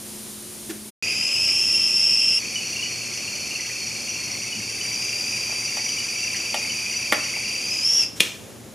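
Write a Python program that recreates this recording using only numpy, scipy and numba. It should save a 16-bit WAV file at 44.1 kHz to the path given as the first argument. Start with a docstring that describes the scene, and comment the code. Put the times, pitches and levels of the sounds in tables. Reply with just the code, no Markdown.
"""Whistling kettle

A tea bag pats into a plastic jug while a kettle heats; after a short silence the kettle whistles at full steam, hoarse,
then the scene skips ahead to a lower, warbling whistle. It is two unsteady spout tones of sines and resonant noise,
with hiss and squeaks; filtered noise gives the sizzle and boil, over a hum. The stove knob and switch click as
decaying modes; the whistle rises and dies as the spout cap is lifted, and the cap snaps open."""
import sys
import numpy as np
from scipy import signal
from scipy.fft import rfft, irfft, next_fast_len
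from scipy.io import wavfile
from numba import njit

SR = 44100
rng = np.random.default_rng(int(sys.argv[2]) if len(sys.argv) > 2 else 0)


def persist_wave(psi):
    """Save psi, clipped to +-1, as 16-bit WAV."""
    counts = np.round(np.clip(psi, -1, 1) * 32767).astype(np.int16)
    wavfile.write(sys.argv[1], SR, np.atleast_2d(counts).T)


N = 385434
TIME = np.arange(N) / SR
SHORT = TIME[:SR // 2]  # time axis of brief sounds
HEAT_END_S, BOIL_START_S, SKIP_S, GRIP_S, CAP_LIFT_S = .897, 1.025, 2.392, 7.69, 8.045
OVERBLOWN_HZ = 5830  # the next spout resonance above the upper tone


# upper spout tone, which follows the steam pressure: (time [s], pitch [Hz])
FULL_STEAM_PITCH = [(1.03, 4830), (1.25, 5100), (1.55, 5292), (2.39, 5331)]
SLACK_STEAM_PITCH = [(2.392, 4510), (3.1, 4440), (4.33, 4453), (4.75, 4608), (5.049, 4750), (5.8, 4645),
                     (7.25, 4645), (7.689, 4720)]
# two swells as the kettle is gripped and tipped, then a drop as the cap opens: (time [s], pitch [Hz])
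TIPPED_PITCH = [(7.72, 5080), (7.8, 4817), (7.865, 5410), (7.952, 5536), (8.005, 5493), (8.037, 4970)]
# lower tone and hiss: (time [s], relative level of the lower tone [dB], relative level of the hiss [dB])
STEAM_LEVELS = [(1.03, -27, -38), (1.75, -30, -37.3), (2.38, -28, -39.5), (2.4, -34.5, -39),
                (4.65, -35.5, -39.5), (5.0, -33, -37), (7.65, -31, -38.5), (7.92, -38.5, -37),
                (8.02, -32.5, -35.5)]
# turbulent hiss: (frequency [Hz], relative spectrum level [dB])
HISS_SPECTRUM = [(40, -45), (300, -10), (800, -12), (1200, -13), (1700, -13.5), (2100, -5.5), (3100, -6),
                 (4100, -16.5), (4700, 1), (6000, 2), (7100, -2), (7900, -10.5), (10500, -10), (15000, -29)]
# the upper tone cannot sink below the spout's own resonance: (frequency [Hz], relative gain [dB])
SPOUT_EDGE_GAIN = [(4000, -12), (4350, 2)]
# the upper tone stays faint until its pitch passes a threshold, then grows with it up to a ceiling
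THRESHOLD_HZ, REST_DB, GROWTH_DB_PER_HZ, CEILING_DB = 4550, -35.2, .0217, -17.9
# the lower tone rests on its own note until the upper one pulls it along, about an octave below
LOW_REST_HZ, LOW_RATIO = 2479, .508


def whistle():
    """Jet lock-in to two spout tones; surges of boiling make both warble in pitch and throb in level."""
    high_hz, = curves(FULL_STEAM_PITCH + SLACK_STEAM_PITCH + TIPPED_PITCH)
    high_db = np.clip(REST_DB + GROWTH_DB_PER_HZ * (high_hz - THRESHOLD_HZ), REST_DB, CEILING_DB)
    low_hz = np.maximum(LOW_REST_HZ, LOW_RATIO * high_hz)
    low_db, hiss_db = curves(STEAM_LEVELS)
    surge = throb(hz=27.5, width_hz=32.3)
    flutter = throb(hz=71.8, width_hz=113)
    # a harder jet (drive 0 to 1) locks better and shakes faster
    drive = np.clip((high_db + 33) / 11, 0, 1)

    slow_shake = (.0135 - .0049 * drive) * surge
    fast_shake = (.0072 + .0093 * drive) * flutter
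    jitter = (.011 + .003 * drive) * walk(520)
    upper_hz = high_hz * (1 + slow_shake + fast_shake + jitter)
    tone = unit(sine(upper_hz) * undb(1.06 * walk(260)))
    breath = undb(-6.5 - 5 * drive) * blown(upper_hz, width_hz=310)
    upper = unit(colour(tone + breath, SPOUT_EDGE_GAIN))
    octave = undb(-11.5 - 11 * drive) * blown((1.95 + .045 * drive) * upper_hz, width_hz=170)

    # each surge lifts the lower tone's pitch, and it sounds in short chirps
    warble_hz = low_hz * (1 + (.062 - .032 * drive) * surge + .02207 * walk(700))
    warble = np.sqrt(2) * sine(warble_hz) + undb(-3.5) * blown(warble_hz, width_hz=510)
    lower = unit(warble * undb(2.7 * throb(hz=29, width_hz=53)))
    third = undb(-11.5) * drive * blown(2.99 * low_hz, width_hz=610)
    # a hard jet also excites a resonance just above the lower tone
    rush = undb(-41) * drive * blown(1.168 * low_hz, width_hz=270)

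    hiss = noise(HISS_SPECTRUM) * undb(1.1 * surge)
    # a slack jet keeps flicking up into the next resonance
    overblown = blown(OVERBLOWN_HZ * (1 + .0038 * flutter), width_hz=75)
    overblown = undb(-1) * overblown * undb(4.5 * surge) * (1 - drive)
    steam = (upper + octave) * undb(high_db)
    steam += (lower + third) * undb(low_db - .66) + rush
    steam += (hiss * undb(5.5) + overblown) * undb(hiss_db)
    return steam * fade_out(CAP_LIFT_S, length_s=.023)


# the slack jet jumps into a neighbouring resonance: (time [s], relative level [dB], pitch [Hz])
LOW_SQUEAKS = [(2.5596, -17.5, 2950), (2.7624, -23, 2766), (2.7935, -22, 2760), (2.829, -18.5, 2920),
               (3.2804, -26, 2760), (4.0836, -27, 2790), (4.5281, -21, 2900), (6.2322, -20, 2716)]
# the same in the spout's high resonance: (time [s], relative level [dB])
HIGH_SQUEAKS = [(4.0946, -21), (5.7664, -25), (5.8434, -23), (5.9203, -24), (6.1763, -22.5), (6.9107, -29),
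                (7.235, -24)]


def squeaking():
    """Mode jumping: loud and faint squeaks in the resonances above each of the two tones."""
    low = [*LOW_SQUEAKS, *stray_squeaks(hz=2820, spread_hz=110, peak_db=-25.5)]
    high = [(s, db, OVERBLOWN_HZ) for s, db in HIGH_SQUEAKS]
    high += [*stray_squeaks(hz=OVERBLOWN_HZ, spread_hz=60, peak_db=-30)]
    return squeaks(low, length_s=.015, gain_db=-1) + squeaks(high, length_s=.022, gain_db=1.5)


def stray_squeaks(hz, spread_hz, peak_db):
    """Chance excitation: faint squeaks, loosely spaced over the slack whistle, as (s, dB, Hz)."""
    per_s, scatter_db = 2.6, 1.5
    chance = rng.standard_normal((64, 3))
    times = SKIP_S + (np.arange(len(chance)) + .5 + .27 * chance[:, 0]) / per_s
    levels_db = peak_db + scatter_db * chance[:, 1]
    rows = np.column_stack([times, levels_db, hz + spread_hz * chance[:, 2]])
    return rows[(times > SKIP_S) & (times < GRIP_S)]


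def squeaks(table, length_s, gain_db):
    """Transient oscillation: short pure notes that swell, mostly sag in pitch, and stop."""
    out = np.zeros(N)
    age = np.minimum(SHORT / length_s, 1)
    swell = np.sin(np.pi * age ** .64)
    for (s, db, hz), bend in zip(table, rng.standard_normal(len(table))):
        note = sine(hz * (1 + .011 * (bend - .5) * (age - .5)))
        add(out, s - .003, undb(db + gain_db) * swell * note)
    return out


# the stove knob passes its detents:
# (time [s], relative level of the knob [dB], relative level of the switch behind it [dB])
KNOB_DETENTS = [(5.494, -33, -36), (5.523, -35, -30), (5.770, -26.5, -25.5), (6.543, -17.5, -17.5),
                (7.1232, -17, -3.5), (7.366, -30.5, -40)]
# modes of the hollow knob: (frequency [Hz], relative level [dB], 60 dB decay time [s])
KNOB_MODES = [(640, 0, 0.031), (750, -1, 0.056), (869, 3.5, 0.028)]
# modes of the switch and its steel panel: (frequency [Hz], relative level [dB], 60 dB decay time [s])
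PANEL_MODES = [(297, -15.5, 0.14), (507, -9, 0.033), (1140, -8, 0.046), (1384, -10.5, 0.059),
               (1820, -0.5, 0.021), (1920, 0.5, 0.02), (2183, 2, 0.015), (2480, -8, 0.013),
               (3320, -23, 0.0062)]
# dense ring that lingers in that panel: (frequency [Hz], relative spectrum level [dB])
PANEL_RING = [(150, -18), (500, 2), (1900, 0), (4500, -24)]


def stove_knob():
    """Modal excitation: each detent strikes knob and panel, and rebounds once."""
    out = np.zeros(N)
    for s, knob_db, switch_db in KNOB_DETENTS:
        click = undb(knob_db) * strike(KNOB_MODES, crack_db=-7, crack_s=.055)
        click += undb(switch_db) * strike(PANEL_MODES, crack_db=-13, crack_s=.034)
        add(out, s, click)
        add(out, s, undb(switch_db - 27) * decay(.41) * noise(PANEL_RING, size=len(SHORT)))
        add(out, s + .0085, undb(-6.5) * click)
    return out


# modes of the spout cap: (frequency [Hz], relative level [dB], 60 dB decay time [s])
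CAP_MODES = [(174, -25, .12), (317, -20, 0.092), (512, -17.5, 0.025), (1840, -6, 0.0057), (2460, -1, 0.009),
             (2900, -0.5, 0.0059), (3410, 2.5, 0.0084), (5700, -11, 0.0087), (6650, -15, .008)]
# the cap grazes, hits its stop and bounces: (time [s], relative level [dB])
CAP_BLOWS = [(8.1991, -22), (8.2015, -15.5), (8.2043, -0.5), (8.2060, -4), (8.215, -23)]
# dense ring of the kettle's steel shell: (frequency [Hz], relative spectrum level [dB])
SHELL_RING = [(60, -40), (500, -14), (1000, -10), (2500, -7), (3300, -5), (4300, -12), (5500, -2.5),
              (6700, -4), (8000, -7), (14000, -17)]


def spout_cap():
    """Impact and structure-borne sound: the hinge moves, the cap snaps open and the shell rings."""
    out = np.zeros(N)
    add(out, 8.155, undb(-38) * soft_blow(SHELL_RING, length_s=.045))
    for s, db in CAP_BLOWS:
        add(out, s, undb(db) * strike(CAP_MODES, crack_db=-5.5, crack_s=.015))
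    # the shell takes the blow: a dense clank, then a lingering ring
    clank = undb(-19) * decay(.035) + undb(-28.5) * decay(.53)
    add(out, 8.204, clank * noise(SHELL_RING, size=len(SHORT)))
    return out


# tea bag landing in the jug: (frequency [Hz], relative spectrum level [dB])
TEA_BAG_PAT = [(120, -17), (260, -6), (330, 19.5), (450, -9), (1000, -11), (1900, -1.5), (3200, -10),
               (6000, -10), (14000, -19)]
# dull thud: (frequency [Hz], relative spectrum level [dB])
DULL_THUD = [(40, -18), (90, -6), (165, -4), (260, -19), (600, -30), (3000, -70)]


def handling():
    """Radiation efficiency: knob, cap, tea bag and one dull thud, all small and so without deep bass."""
    out = stove_knob() + spout_cap()
    add(out, .690, undb(-29.5) * soft_blow(TEA_BAG_PAT, length_s=.031))
    add(out, 4.545, undb(-32) * soft_blow(DULL_THUD, length_s=.075))
    return signal.sosfilt(signal.butter(3, 110, "high", fs=SR, output="sos"), out)


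# contact noise of a hard blow: (frequency [Hz], relative spectrum level [dB])
CONTACT_CRACK = [(40, -28), (200, 4), (1000, -24), (3000, 10.5), (4500, -3), (8000, -2), (11000, -1.5),
                 (15000, -19)]


def strike(modes, crack_db, crack_s):
    """Modal superposition: decaying modes of alternating sign and a short crack of contact noise."""
    ring = np.zeros(len(SHORT))
    for k, (hz, db, t60_s) in enumerate(modes):
        ring += undb(db) * decay(t60_s) * np.sin(2 * np.pi * hz * SHORT) * (-1) ** k
    crack = undb(crack_db) * decay(crack_s) * noise(CONTACT_CRACK, size=len(SHORT))
    return ring / np.abs(ring).max() + crack


def soft_blow(points, length_s):
    """Extended contact time: a padded contact whose noise swells and fades."""
    return noise(points, size=len(SHORT)) * np.sin(np.pi * np.minimum(SHORT / length_s, 1))


# stereo width of the echo, set by hand, narrow around 7 kHz and wider above and below:
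# (frequency [Hz], relative gain of the side signal [dB])
ECHO_WIDTH = [(60, -15), (1000, -0.5), (2700, -10), (4500, -16), (7000, -28), (9500, -10), (15000, -2)]


def kitchen(x, wet_db, t60_s):
    """Reverberation: direct sound plus a decaying noise tail, with separate decays for body and air."""
    tails = []
    for _ in range(2):
        chance = rng.standard_normal((2, len(SHORT)))
        body = colour(chance[0], [(5500, -.5), (11000, -10.5)]) * decay(t60_s)
        air = colour(chance[1], [(4000, -.5), (10000, 4.5)]) * decay(.15)
        tail = unit((body + air) * (SHORT > .002))
        tails.append(undb(wet_db) * tail / np.sqrt(len(SHORT)))
    mid = x + signal.fftconvolve(x, tails[0])[:N]
    side = signal.fftconvolve(x, colour(tails[1], ECHO_WIDTH))[:N]
    return np.array([mid + side, mid - side]) / np.sqrt(1 + undb(wet_db) ** 2)


# sizzle of heating water: (frequency [Hz], relative spectrum level [dB])
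HEATING_SPECTRUM = [(30, -18), (75, -7.5), (220, -5.5), (370, -5), (620, -12.5), (1600, -18), (4500, -13),
                    (7400, -10.5), (7850, -15.5), (8600, -7.5), (10500, -8.5), (15000, -21)]
# rumble of the boil: (frequency [Hz], relative spectrum level [dB])
BOIL_SPECTRUM = [(25, -39), (50, -17), (90, 0), (150, -2), (300, -2.5), (500, -5), (900, -14),
                 (1800, -17.5), (5000, -20), (7000, -16), (8000, -22.5), (10300, -19), (15000, -31)]
# hum lines: (frequency [Hz], relative level while heating [dB], relative level at the boil [dB])
HUM_LINES = [(116.6, -59.5, -53.5), (212.9, -47, -54.5), (236.4, -59, -57), (357.7, -52.5, -58.5)]


def background():
    """Broadband and tonal noise: sizzle of heating water, later the rumble of the boil, both with a hum."""
    heating = undb(-37.5) * wide_noise(HEATING_SPECTRUM)
    boiling = undb(-43) * wide_noise(BOIL_SPECTRUM)
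    for hz, heating_db, boiling_db in HUM_LINES:
        line = np.sqrt(2) * sine(hz * (1 + .00605 * walk(14))) * undb(2 * walk(8))
        heating = heating + undb(heating_db) * line
        boiling = boiling + undb(boiling_db) * line
    return np.where(TIME < BOIL_START_S, heating, boiling)


# stereo width chosen for the background noise, narrowest near 6.5 kHz:
# (frequency [Hz], relative gain of the side signal [dB])
BACKGROUND_WIDTH = [(25, 0), (70, -8), (1000, -8), (4000, -10), (6500, -18), (10000, -7)]


def wide_noise(points):
    """Partial decorrelation: stereo noise from independent mid and side, with a gently wandering level."""
    mid, side = noise(points), colour(noise(points), BACKGROUND_WIDTH)
    return np.array([mid + side, mid - side]) * undb(.83 * walk(10))


def throb(hz, width_hz):
    """Narrow-band noise: a nearly regular wobble of rms 1."""
    return blown(np.full(N, float(hz)), width_hz)


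def blown(hz, width_hz):
    """Resonant filtering: turbulence caught in two cascaded band-passes, rms 1."""
    once = resonate(rng.standard_normal(N), hz, float(width_hz))
    return unit(resonate(once, hz, float(width_hz)))


@njit
def resonate(x, hz, width):
    """State-variable resonance: a band-pass with a moving centre [Hz]."""
    y, band, low = np.empty(len(x)), 0., 0.
    for i in range(len(x)):
        g, k = np.tan(np.pi * hz[i] / SR), width / hz[i]
        v = (band + g * (x[i] - low)) / (1 + g * (g + k))
        band, low, y[i] = 2 * v - band, low + 2 * g * v, k * v
    return y


def sine(hz):
    """Frequency modulation: the phase is the running sum of the pitch."""
    return np.sin(2 * np.pi * np.cumsum(hz) / SR)


def decay(t60_s):
    """Exponential decay: gain that falls 60 dB in t60_s."""
    return undb(-60 * SHORT / t60_s)


def noise(points, size=N):
    """Spectral shaping: coloured noise of rms 1."""
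    return unit(colour(rng.standard_normal(next_fast_len(size, True)), points)[:size])


def colour(x, points):
    """Linear filtering by (Hz, dB) points, interpolated over log frequency."""
    hz, db = np.transpose(points)
    f = np.maximum(np.fft.rfftfreq(len(x), 1 / SR), 1)
    return irfft(rfft(x) * undb(np.interp(np.log(f), np.log(hz), db)), len(x))


def walk(rate):
    """Random modulation: straight lines between rate chance values a second, rms 1."""
    knots = rng.standard_normal(N // 8)
    return unit(np.interp(TIME * rate, np.arange(len(knots)), knots))


def curves(table):
    """Linear interpolation: each column of a table, sample by sample."""
    s, *columns = np.transpose(table)
    return [np.interp(TIME, s, c) for c in columns]


def fade_out(end_s, length_s):
    """Linear envelope: gain that ramps from 1 to 0, centred on end_s."""
    return np.clip((end_s - TIME) / length_s + .5, 0, 1)


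def add(track, s, sound):
    """Superposition: mix a sound in at a time [s]."""
    i = int(s * SR)
    track[i:i + len(sound)] += sound[:N - i]


def undb(db):
    """Level to amplitude ratio: decibels to gain."""
    return 10 ** (np.asarray(db) / 20)


def unit(x):
    """Normalisation: scale to rms 1."""
    return x / np.sqrt(np.mean(x ** 2))


def scene():
    """Superposition in a room: kettle and hands in the kitchen, a touch to the left."""
    steam = whistle() + squeaking()
    boiling = TIME > BOIL_START_S
    full = TIME < SKIP_S  # the scene skips ahead here, cutting off whistle and echo
    kettle = kitchen(steam * full, wet_db=.5, t60_s=.28) * full
    kettle += kitchen(steam * ~full, wet_db=-2, t60_s=.34)
    hands = kitchen(handling(), wet_db=-6.5, t60_s=.46)
    # silence between heating and boiling
    heard = fade_out(HEAT_END_S, length_s=.018) + boiling
    left_right_db = np.array([[.2], [-.2]])
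    return (kettle * boiling + hands + background()) * heard * undb(left_right_db)


def record(dry):
    """Hard clipping and band limiting: peaks are cut at 0.8, then the treble above 15.3 kHz."""
    low_pass = signal.ellip(10, .2, 80, 15300, fs=SR, output="sos")
    return signal.sosfilt(low_pass, np.clip(dry, -.8, .8))


dry = scene()
out = record(dry)
persist_wave(out)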